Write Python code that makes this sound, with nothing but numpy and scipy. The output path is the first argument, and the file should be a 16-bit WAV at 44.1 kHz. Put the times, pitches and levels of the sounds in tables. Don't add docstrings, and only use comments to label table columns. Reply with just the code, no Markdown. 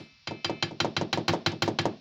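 import sys
import numpy as np
from scipy import signal
from scipy.io import wavfile

SR = 44100
rng = np.random.default_rng(int(sys.argv[2]) if len(sys.argv) > 2 else 0)


def generate_wav(signal):
    frames = np.transpose(np.atleast_2d(signal))
    scaled = np.clip(frames, -1, 1) * 32767
    pcm = np.round(scaled).astype(np.int16)
    wavfile.write(sys.argv[1], SR, pcm)


N = 88288

# start in seconds, level in dB, bass gain in dB, treble gain in dB,
# favoured clack frequency in Hz, bright clack gain in dB, long ring gain in dB.
KNOCKS = [(-.1, 6, -5, 9.5, 4000, -4, -14), (0.2719, -8.5, 0, -27, 4900, 2, 2.5),
          (0.4447, -4, -6, -3, 4900, 2.5, 2.5), (0.6246, -2, 1, -6, 4460, 3, 0.5),
          (0.8014, -1, -0.5, -2, 3950, 1.5, -5), (0.9648, -1.5, 0.5, -7.5, 3950, -1, -8),
          (1.1278, -0.5, -0.5, 0, 3950, -1, -12), (1.28, -0.5, 3, 5.5, 4250, -2.5, -4),
          (1.2916, -4.5, 5.5, -19, 3320, -24, -13), (1.461, 1, 0.5, -1, 4000, -1, -3),
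          (1.6206, -0.5, 2.5, 6, 4250, -2.5, -16), (1.7865, 0, 1.5, -7.5, 4300, -2, -5)]
# start in seconds, level in dB, bass gain in dB, tick gain in dB, tick treble in dB.
THUDS = [(-.022, -19.5, 9.5, -23, 0), (.3111, -8.5, 1.5, -3, -9), (0.497, -2, -2.5, -0.5, -20),
         (0.7112, -15.5, 5.5, -2, -10), (0.8471, 1.5, -3.5, -2.5, 1.5), (1.0134, -1, -0.5, 1, -6),
         (1.1754, -0.5, 0, -2, -2), (1.3364, 2.5, -9, -5, 4), (1.527, -15, 9, -4, 0),
         (1.679, 1, 1, -0.5, 6.5), (1.8559, 4, -4.5, -3, 4.5)]
# start in seconds, level in dB, treble gain in dB, 60 dB decay time in seconds.
RATTLES = [(1.3285, -33.5, 2, 0.071), (1.5175, -36, -4, 0.042), (1.66, -43, 8, 0.055),
           (1.8155, -40, 14, 0.018)]
# frequency in Hz, level in dB.
BOWL_MODES = [(1297, -54.5), (1748, -56), (2019, -61.5), (2106, -46), (2337, -44), (2364, -58.5),
              (2605, -40), (3030, -49.5), (3558, -52.5), (4091, -50), (4242, -61)]

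# frequency in Hz, level in dB, 60 dB decay time in seconds.
KNOCK_MODES = [(143, -35.5, 0.24), (242.7, -34, 0.19), (339.7, -27.5, 0.21), (528.3, -32, 0.12),
               (786.5, -32.5, 0.12), (1100, -35, 0.11), (1391, -29.5, 0.077), (1518, -25.5, 0.031),
               (1704, -35.5, 0.14), (1770, -40, 0.12), (2286, -43.5, 0.043)]
BRIGHT_MODES = [(2602, -25, 0.036), (3131, -23, 0.067), (3402, -31.5, 0.036), (3893, -20.5, 0.018),
                (3983, -30, 0.084), (4143, -28.5, 0.038), (4260, -23, 0.015), (4730, -37.5, .09),
                (4804, -34, 0.12), (4926, -26, 0.028), (5490, -33.5, 0.017), (5690, -38, 0.086),
                (6510, -42, 0.022), (6955, -41.5, 0.084)]
SWAY_MODES = [(92.5, -27, .14), (105, -24, 0.14)]
THUD_MODES = [(150, -32.5, 0.28), (191.8, -32.5, 0.23), (216.8, -33, 0.28), (288, -35, 0.21),
              (322.3, -23, 0.11), (435.3, -34, 0.19), (583.6, -75, 0.11), (740.2, -32, 0.12),
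              (912, -29.5, 0.07)]

# frequency in Hz, octave-band level in dB, 60 dB decay time in seconds.
CLACK_BODY = [(50, -71, .1), (111, -52.5, 0.058), (250, -37.5, 0.33), (514, -39.5, 0.091),
              (780, -23.5, 0.056), (1410, -21, 0.025), (2640, -23, 0.07), (4070, -24.5, 0.058),
              (5860, -28.5, 0.038), (8900, -30.5, 0.047), (15400, -29.5, 0.091)]
THUD_BODY = [(50.3, -65.5, 0.09), (112.6, -31.5, 0.24), (205, -27, 0.067), (430, -30, 0.088),
             (740, -21.5, 0.064), (1146, -32.5, 0.044), (1700, -43, 0.067), (3000, -58.5, .05),
             (16000, -105, .05)]
KNOCK_ROOM = [(48, -82, 0.16), (152.5, -27, 0.23), (370, -38, 0.18), (1030, -41, 0.27), (1960, -36.5, 0.23),
              (4320, -35, 0.28), (6500, -50, 0.2), (10750, -50, 0.37), (16000, -64, .16)]
THUD_ROOM = [(50, -70, .4), (145, -60.5, 0.9), (324, -26.5, 0.17), (670, -37, 0.3), (1350, -48, 0.23),
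             (4000, -60, 0.61), (16100, -86, .2)]
# frequency in Hz, octave-band level in dB.
HISS_SPECTRUM = [(25, -82), (60, -73.5), (140, -73), (400, -91), (1000, -76.5), (1800, -73.5), (3000, -66),
                 (4800, -59), (6500, -81.5), (9000, -86.5), (16000, -71)]

AGE = np.arange(int(.6 * SR)) / SR
THIRD_OCTAVES_HZ = 31.25 * 2 ** (np.arange(28) / 3)
CLACK_ATTACK_S, THUD_ATTACK_S, ROOM_ATTACK_S, BUILD_CYCLES = 0.001, 0.0018, 0.0063, 2.2
REPEATED_SHARE = 0.92
BASS_HZ, TREBLE_HZ = 457, 8200
FOCUS_DB, FOCUS_WIDTH_OCT = 5.5, 0.11
PUSH_DB, PUSH_HZ, PUSH_CYCLES = -14, 605, 0.33
TICK_DB, TICK_LEAD_S, TICK_T60_S, TICK_HZ = -32.5, 0.001693, 0.064, 3100
FREE_T60_S, HELD_AT_S, HAND_T60_S = 1.0, .63, 0.55


def knocks():
    out, count = np.zeros(N), len(KNOCKS)
    dense = dense_ring(CLACK_BODY, CLACK_ATTACK_S, count) + dense_ring(KNOCK_ROOM, ROOM_ATTACK_S, count)
    for (s, db, bass_db, treble_db, favoured_hz, bright_db, _), clack in zip(KNOCKS, dense):
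        body = bass_shelf(clack + modes(KNOCK_MODES, spread_db=3.0), bass_db)
        sway = modes(SWAY_MODES, spread_db=2.8)
        bright = from_db(bright_db) * bright_clack(favoured_hz)
        add(out, s, from_db(db) * treble_shelf(body + sway + bright, treble_db))
    return out


def bright_clack(favoured_hz):
    hz, db, t60 = np.transpose(BRIGHT_MODES)
    boost_db = FOCUS_DB * np.exp(-(np.log2(hz / favoured_hz) / FOCUS_WIDTH_OCT) ** 2)
    return modes(zip(hz, db + boost_db, t60), spread_db=2.0)


def thuds():
    out, count = np.zeros(N), len(THUDS)
    dense = dense_ring(THUD_BODY, THUD_ATTACK_S, count) + dense_ring(THUD_ROOM, ROOM_ATTACK_S, count)
    cycles = AGE * PUSH_HZ - 2
    push = -from_db(PUSH_DB) * np.cos(2 * np.pi * cycles) * np.exp(-.5 * (cycles / PUSH_CYCLES) ** 2)
    for (s, db, bass_db, tick_db, treble_db), body in zip(THUDS, dense):
        add(out, s - TICK_LEAD_S, tick(db + TICK_DB + tick_db, treble_db, TICK_T60_S))
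        add(out, s - 2 / PUSH_HZ, from_db(db) * push)
        add(out, s, from_db(db) * bass_shelf(body + modes(THUD_MODES, spread_db=0.95), bass_db))
    return out


def bowl_ring():
    out, t = np.zeros(N), np.arange(N) / SR
    for s, db, *_, ring_db in KNOCKS:
        age = np.maximum(t - s, 0)
        held = np.maximum(t - max(s, HELD_AT_S), 0)
        ring = sum(from_db(mode_db) * np.sin(2 * np.pi * (hz * age + rng.random()))
                   for hz, mode_db in BOWL_MODES)
        loss_db = 60 * (age / FREE_T60_S + held / HAND_T60_S)
        out += (t > s) * ring * from_db(db + ring_db - loss_db)
    return out


def tick(db, treble_db, t60):
    noise = filtered(rng.standard_normal(len(AGE)), TICK_HZ, "low", order=1)
    return treble_shelf(from_db(db - 60 * AGE / t60) * noise / noise.std(), treble_db)


def modes(table, spread_db):
    out = 0
    for k, (hz, db, t60) in enumerate(table):
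        decay = from_db(db + spread_db * rng.normal() - 60 * AGE / t60)
        build_up = 1 - np.exp(-AGE * hz / BUILD_CYCLES)
        out += (-1) ** k * decay * build_up * np.sin(2 * np.pi * hz * AGE)
    return out


def dense_ring(table, attack_s, count):
    out = 0
    for hz, noise, (t60,) in noise_bands(table, count + 1, len(AGE)):
        envelope = (1 - np.exp(-AGE / (attack_s + .5 / hz))) * from_db(-60 * AGE / t60)
        ring = (np.sqrt(REPEATED_SHARE) * noise[0] + np.sqrt(1 - REPEATED_SHARE) * noise[1:]) * envelope
        energy = np.sum(ring ** 2, axis=1, keepdims=True)
        out += ring * noise.std() * np.sqrt(np.sum(envelope ** 2) / energy)
    return out


def bass_shelf(x, bass_db):
    return x + (from_db(bass_db) - 1) * filtered(x, BASS_HZ, "low", order=1)


def treble_shelf(x, treble_db):
    low, high = [filtered(filtered(x, TREBLE_HZ, kind), TREBLE_HZ, kind) for kind in ("low", "high")]
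    return low + from_db(treble_db) * high


def hiss():
    return sum(noise[0] for _, noise, _ in noise_bands(HISS_SPECTRUM, count=1, size=N))


def noise_bands(table, count, size):
    hz, *columns = np.transpose(table)
    white = rng.standard_normal((2, count, size + SR // 5))
    for k, centre in enumerate(THIRD_OCTAVES_HZ):
        db, *rest = [np.interp(np.log(centre), np.log(hz), column) for column in columns]
        edges_hz = [centre / 2 ** (1 / 6), centre * 2 ** (1 / 6)]
        noise = filtered(white[k % 2], edges_hz, "band", order=3)[:, -size:]
        yield centre, noise / noise.std() * from_db(db) / np.sqrt(3), rest


def from_db(db):
    return 10 ** (np.asarray(db) / 20)


def filtered(x, hz, kind, order=2):
    return signal.sosfilt(signal.butter(order, hz, kind, fs=SR, output="sos"), x)


def add(out, s, sound):
    i = int(round(s * SR))
    part = sound[max(-i, 0):max(N - i, 0)]
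    out[max(i, 0):max(i, 0) + len(part)] += part


def scene():
    mid = knocks() + thuds() + bowl_ring() + hiss()
    for s, db, treble_db, t60 in RATTLES:
        add(mid, s, tick(db, treble_db, t60))
    side = np.zeros(N)
    add(side, s=.0023, sound=from_db(-14.5) * filtered(mid, hz=7640, kind="high", order=6))
    return np.array([mid + side, mid - side])


def record(dry):
    passband = filtered(dry, hz=7045, kind="low", order=12)
    shelf = from_db(-24.5) * dry
    top_band = from_db(-19.5) * filtered(dry, hz=[14500, 15900], kind="band")
    heard = filtered(passband + shelf + top_band, hz=44, kind="high")
    return signal.sosfilt(signal.ellip(10, .5, 70, 16100, fs=SR, output="sos"), heard)


dry = scene()
out = record(dry)
generate_wav(out)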